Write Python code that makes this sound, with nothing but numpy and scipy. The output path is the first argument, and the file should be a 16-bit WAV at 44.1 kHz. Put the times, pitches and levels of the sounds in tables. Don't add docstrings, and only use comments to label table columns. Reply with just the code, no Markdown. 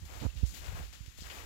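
import sys
import numpy as np
from scipy import signal
from scipy.fft import rfft, irfft
from scipy.io import wavfile

SR = 44100
rng = np.random.default_rng(int(sys.argv[2]) if len(sys.argv) > 2 else 0)


def attenuation_scalar(level_db):
    decades = np.asarray(level_db, float) / 20
    return 10 ** decades


def transcribe(signal):
    frames = np.atleast_2d(signal).T
    limited = np.clip(frames, -1, 1)
    pcm = np.round(limited * 32767).astype(np.int16)
    wavfile.write(sys.argv[1], SR, pcm)


N = 63945
T = np.arange(N) / SR
HZ = np.fft.rfftfreq(N, 1 / SR)


def evened(x):
    return x / np.sqrt(np.mean(x ** 2) + 1e-20)


def colour(x, gain):
    return irfft(rfft(x) * gain, N)


def low_cut(pressure):
    cut_hz, q, drift_hz = 55.2, 2.07, 43
    w = 2 * np.pi * cut_hz
    resonant = signal.bilinear([1, 0, 0], [1, w / q, w ** 2], SR)
    plain = signal.bilinear([1, 0], [1, 2 * np.pi * drift_hz], SR)
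    return signal.lfilter(*plain, signal.lfilter(*resonant, pressure))


def air_noise(rolloff):
    return evened(colour(rng.standard_normal(N), HZ / (HZ + 30) * rolloff))


def draught():
    # t/s, left level/dB, right level/dB
    draught_levels = [(0, -52, -58), (.06, -53, -50.5), (.1, -52, -53), (.14, -49, -62), (.18, -81, -49),
                      (0.399, -100, -44.5), (0.438, -59, -44), (0.551, -56.5, -52), (.7, -43, -50.5),
                      (.83, -53, -50.5), (.95, -60, -51.5), (.99, -71, -56), (1.13, -70, -59),
                      (1.2, -50.5, -52.5), (1.26, -61, -46.5), (1.3, -76, -48.5), (1.45, -83, -49)]
    corner_hz = 82
    s, *level_db = np.transpose(draught_levels)
    lumps = [air_noise(1 / (1 + (HZ / corner_hz) ** 3.5)) for _ in range(2)]
    return np.array([attenuation_scalar(np.interp(T, s, db)) * x for db, x in zip(level_db, lumps)])


def gusts():
    # start t/s, length/s, level/dB
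    gust_rows = [
        (.212, 0.06, -34),
        (0.33, 0.15, -56),
        (0.436, 0.0098, -44),
        (0.003, 0.05, -59.5),
        (0.241, 0.027, -42),
        (0.78, 0.095, -57),
    ]
    corner_hz, top_hz = 202, 1900
    out = np.zeros(N)
    for start, length, db in gust_rows:
        u = np.clip((T - start) / length, 0, 1)
        roar = air_noise(1 / (1 + (HZ / corner_hz) ** 1.57) / (1 + (HZ / top_hz) ** 3))
        out += attenuation_scalar(db) * np.sin(np.pi * u ** 1.5).clip(0) ** 0.28 * roar
    return out


def puffs():
    # t/s, peak level/dB, width/ms, sign
    left_puffs = [(.046, -44.5, 1.08, 1), (.083, -65, 4.8, -1), (.432, -49, 2.8, -1), (.536, -43, 1.4, 1),
                  (.6, -32, 7, 1), (.638, -41, 3.6, 1), (.688, -31.5, 3.3, -1), (.733, -31, 2.4, -1),
                  (.786, -38.5, 2.5, -1), (.81, -35, 2.2, -1), (.873, -42, 4.25, 1), (.897, -49, 3.6, 1),
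                  (.926, -55, 5.7, 1), (1.174, -47, 3.8, 1), (1.193, -55, 5.4, 1), (1.206, -39.5, 5.4, -1)]
    # t/s, peak level/dB, width/ms, sign
    right_puffs = [(.0232, -37, 2.2, 1), (0.0338, -34, 2.6, 1), (.0605, -38, 2.8, 1), (0.126, -36, 3, 1),
                   (.1555, -40, 2.5, 1), (0.1742, -36, 2.8, 1) , (.219, -33, 2.5, 1), (.226, -29, 2.45, 1),
                   (.253, -26.5, 1.54, 1), (0.2641, -19.5, 3.5, 1),
                   (.2676, -27, 1.6, -1) , (0.283, -25.5, 7.3, 1), (0.358, -33.5, 2.6, -1),
                   (0.368, -29, 4, -1), (0.395, -40, 4.3, 1), (0.4324, -17.3, 4.7, 1),
                   (.4325, -27, 1.1, -1), (0.4373, -20, 2.9, -1),
                   (.437, -25.5, 1.3, -1) , (0.48, -27, 5.1, 1), (0.691, -41, 5.4, 1), (0.709, -40, 2.6, 1),
                   (0.751, -34, 2., 1), (0.769, -37.5, 2.8, 1), (.8, -33.5, 1.7, 1), (0.816, -34, 4, 1),
                   (0.83, -30, 6.3, 1), (1.01, -33.5, 2.3, 1), (1.03, -41, 4., 1), (1.08, -35.5, 2.8, 1),
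                   (1.085, -46, .9, -1), (1.182, -38.5, 4.4, 1), (1.1902, -44, .35, 1),
                   (1.2205, -40, 2.6, -1), (1.2232, -39, .9, 1), (1.258, -38, 9.2, -1)]
    push, lead_s = 1.37, .0012
    out = np.zeros((2, N))
    for port, rows in enumerate((left_puffs, right_puffs)):
        for at, db, ms, sign in rows:
            bell = np.exp(-((T - at + lead_s) * 1000 / ms) ** 2)
            out[port] -= np.sign(sign) * push * attenuation_scalar(db) * bell
    return out


def wind():
    pressure = draught() + puffs()
    pressure[1] += gusts()
    return low_cut(pressure)


def far_walkers():
    level_db, corner_hz = [[-55], [-55.5]], 1500
    bright = HZ ** 3 / (HZ ** 3 + corner_hz ** 3)
    gain = bright / (1 + (HZ / 11000) ** 2) + .07
    wash = [evened(colour(x, gain)) for x in rng.standard_normal((2, N))]
    return attenuation_scalar(level_db) * np.array(wash)


def self_noise():
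    level_db = -84
    return attenuation_scalar(level_db) * evened(colour(rng.standard_normal((2, N)), 1 / (1 + (HZ / 400) ** 2)))


def grit():
    grains_per_s, spread_db = 12000, 1.8
    on, size, sign = rng.random(N), rng.exponential(1, N), rng.standard_normal(N)
    return (on < grains_per_s / SR) * attenuation_scalar(spread_db * np.minimum(size, 4)) * sign


def envelope(start, length, rise):
    sag_db, tail_db_per_s = -5, 300
    u = (T - start) / length
    tail = np.maximum(T - start - length, 0) * tail_db_per_s
    return np.sin(np.pi / 2 * np.clip(u / rise, 0, 1)) ** 2 * attenuation_scalar(sag_db * np.clip(u, 0, 1) - tail)


def scuff(start, length, db, hz, fizz_db, rise, octaves):
    hump = np.exp(-.5 * (np.log2(HZ / hz + 1e-6) / octaves) ** 2)
    fizz = attenuation_scalar(fizz_db) * HZ ** 2 / (HZ ** 2 + 1220.0 ** 2)
    grains = evened(colour(np.array([grit(), grit()]), hump + fizz))
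    return attenuation_scalar(db) * envelope(start, length, rise) * grains


def crunches():
    # start t/s, length/s, level/dB, centre f/Hz, wide fizz level/dB
    crunch_rows = [(.05, 0.013, -46.5, 4760, 33), (.11, 0.15, -53.5, 4900, -6), (.19, 0.059, -47, 3700, -9),
                   (.35, 0.091, -50, 3530, -6.5), (.45, 0.076, -44.5, 6550, -4),
                   (.528, 0.072, -41.5, 3280, 6.5), (.635, 0.052, -46, 3840, -6),
                   (.75, 0.13, -50.5, 3850, 0), (.934, 0.0053, -48, 4600, -11),
                   (1.059, 0.01, -49.5, 4300, -12), (1.09, 0.037, -64, 4660, -20),
                   (1.165, 0.064, -47, 4430, -1), (1.198, 0.043, -47.5, 4540, -18),
                   (1.24, 0.073, -52, 6550, 7), (1.299, 0.0054, -44.5, 3070, -32),
                   (1.307, 0.015, -47, 2940, -10), (1.33, 0.075, -47, 5000, 14),
                   (1.378, 0.052, -55, 2480, -14)]
    return sum(scuff(*row, rise=.27, octaves=0.71) for row in crunch_rows)


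def snaps():
    # t/s, peak level/dB, ring f/Hz, cycles to the peak
    stone_rows = [(.0546, -39, 4000, .3), (.1014, -44, 2400, .4), (.2009, -38, 4000, .7),
                  (.2185, -38, 3600, .3), (.301, -51, 2750, 5), (.3495, -42, 6900, .7),
                  (.375, -38, 3100, .5), (.4573, -38, 4500, .35), (.4642, -33, 6200, .5),
                  (.5233, -39, 3500, .4), (.5923, -39, 3200, .35), (.6706, -41, 1700, .4),
                  (.686, -38, 1900, .4), (.7051, -38, 2400, .6), (.7582, -38, 3000, .4),
                  (.7918, -37, 2500, .5), (.8361, -42, 2400, .5), (.9368, -37.5, 4800, .9),
                  (.9447, -42, 4500, .7), (1.0618, -38, 4000, .35), (1.0638, -43, 2800, .5),
                  (1.0998, -43, 5000, .5), (1.1952, -44, 4800, .5), (1.2079, -30.5, 4600, .55),
                  (1.2263, -35, 4200, .5), (1.234, -33, 4300, .45), (1.2691, -46, 1700, .4),
                  (1.3013, -33, 3000, .5), (1.3044, -31, 2400, .35), (1.3135, -36, 3000, .9),
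                  (1.3205, -36, 2600, .35), (1.3225, -35, 3200, .4), (1.319, -54, 560, 1.2),
                  (1.335, -57, 480, 1.2), (1.372, -43, 1100, .4), (1.3863, -36, 2500, 1.1),
                  (1.405, -41, 2000, .4), (1.42, -41, 2300, .8)]
    # t/s, peak level/dB, ring f/Hz, cycles to the peak
    clod_rows = [(.1012, -55, 650, .6), (.64, -54, 620, .8), (.6848, -44, 1000, .3), (.7255, -49, 800, .7),
                 (.737, -48, 1100, .7), (.7565, -43, 1150, .5), (.762, -46, 1300, .6),
                 (.7695, -46, 900, .8), (.775, -47, 1300, .6), (.7845, -47, 1300, .6), (.791, -44, 850, .4),
                 (.8035, -45, 750, .8)]
    cut_hz = 480
    out, t = np.zeros(N + 900), np.arange(900) / SR
    for s, db, hz, cycles in (*stone_rows, *clod_rows):
        u = t * hz / max(cycles, .2)
        ring = np.sin(2 * np.pi * hz * t) * u * np.exp(-u)
        out[round(s * SR) - 8:][:900] -= attenuation_scalar(db) * 2.9 * ring
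    return colour(out[:N], HZ ** 3 / (HZ ** 3 + cut_hz ** 3))


def drags():
    # start t/s, length/s, level/dB, centre f/Hz
    drag_rows = [
        (0.058, 0.2, -48, 1260),
        (0.59, 0.19, -47, 1340),
        (0.731, 0.093, -47.5, 1200),
        (1.216, 0.16, -46.5, 1720),
        (1.292, 0.094, -47.5, 1300),
        (1.371, 0.1, -48, 1300),
        (0.92, 0.035, -48, 2350),
        (0.49, 0.13, -67, 280),
        (1.315, 0.033, -54.5, 760),
    ]
    return sum(scuff(*row, fizz_db=-4.5, rise=.3, octaves=0.99) for row in drag_rows)


def tunnel(x):
    t60_s, wet_db, length = 0.38, -8.5, SR // 2
    taps = np.zeros((2, length))
    at = np.arange(150, length - 20, 20)
    at = at + rng.integers(0, 20, (2, len(at)))
    np.put_along_axis(taps, at, rng.choice([-1., 1.], at.shape), 1)
    taps *= attenuation_scalar(-60 * np.arange(length) / SR / t60_s)
    taps /= np.linalg.norm(taps[0])
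    return attenuation_scalar(wet_db) * signal.fftconvolve(x[None], taps, axes=1)[:, :N]


def port_gain(points):
    f, db = np.transpose(points)
    return attenuation_scalar(np.interp(np.log(HZ + 1), np.log(f), db))


def through_ports(air):
    # f/Hz, level/dB
    left_port = [(200, 21), (1000, 4), (5800, -1.5), (7400, 2.5), (7850, -3), (8600, -8.5), (11500, -3.5),
                 (15500, -5)]
    # f/Hz, level/dB
    right_port = [(250, 25.5), (700, 2), (1700, -8), (3900, -15.5), (4900, -28), (5800, -21.5), (8300, -43),
                  (15000, -26.5)]
    slot_hz, slot_width_hz, slot_db = 10480, 1300, -17
    slot = attenuation_scalar(slot_db) * np.exp(-((HZ - slot_hz) / slot_width_hz) ** 4)
    return colour(air, np.array([port_gain(left_port), port_gain(right_port) + slot]))


def scene():
    same, stone_share, lead = .28, .75, 14
    near, other = drags() + crunches()
    stones = snaps()
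    left = near + stones
    right = same * near + np.sqrt(1 - same ** 2) * other + stone_share * stones
    direct = np.array([left, np.roll(right, -lead)])
    air = direct + tunnel(left) + far_walkers()
    return through_ports(air) + wind() + self_noise()


def top_cut(x):
    return signal.sosfilt(signal.butter(12, 16300, fs=SR, output="sos"), x)


def record(dry):
    edge_hz = 15790
    mix = colour(dry, HZ < edge_hz)
    return top_cut(mix)


dry = scene()
out = record(dry)
transcribe(out)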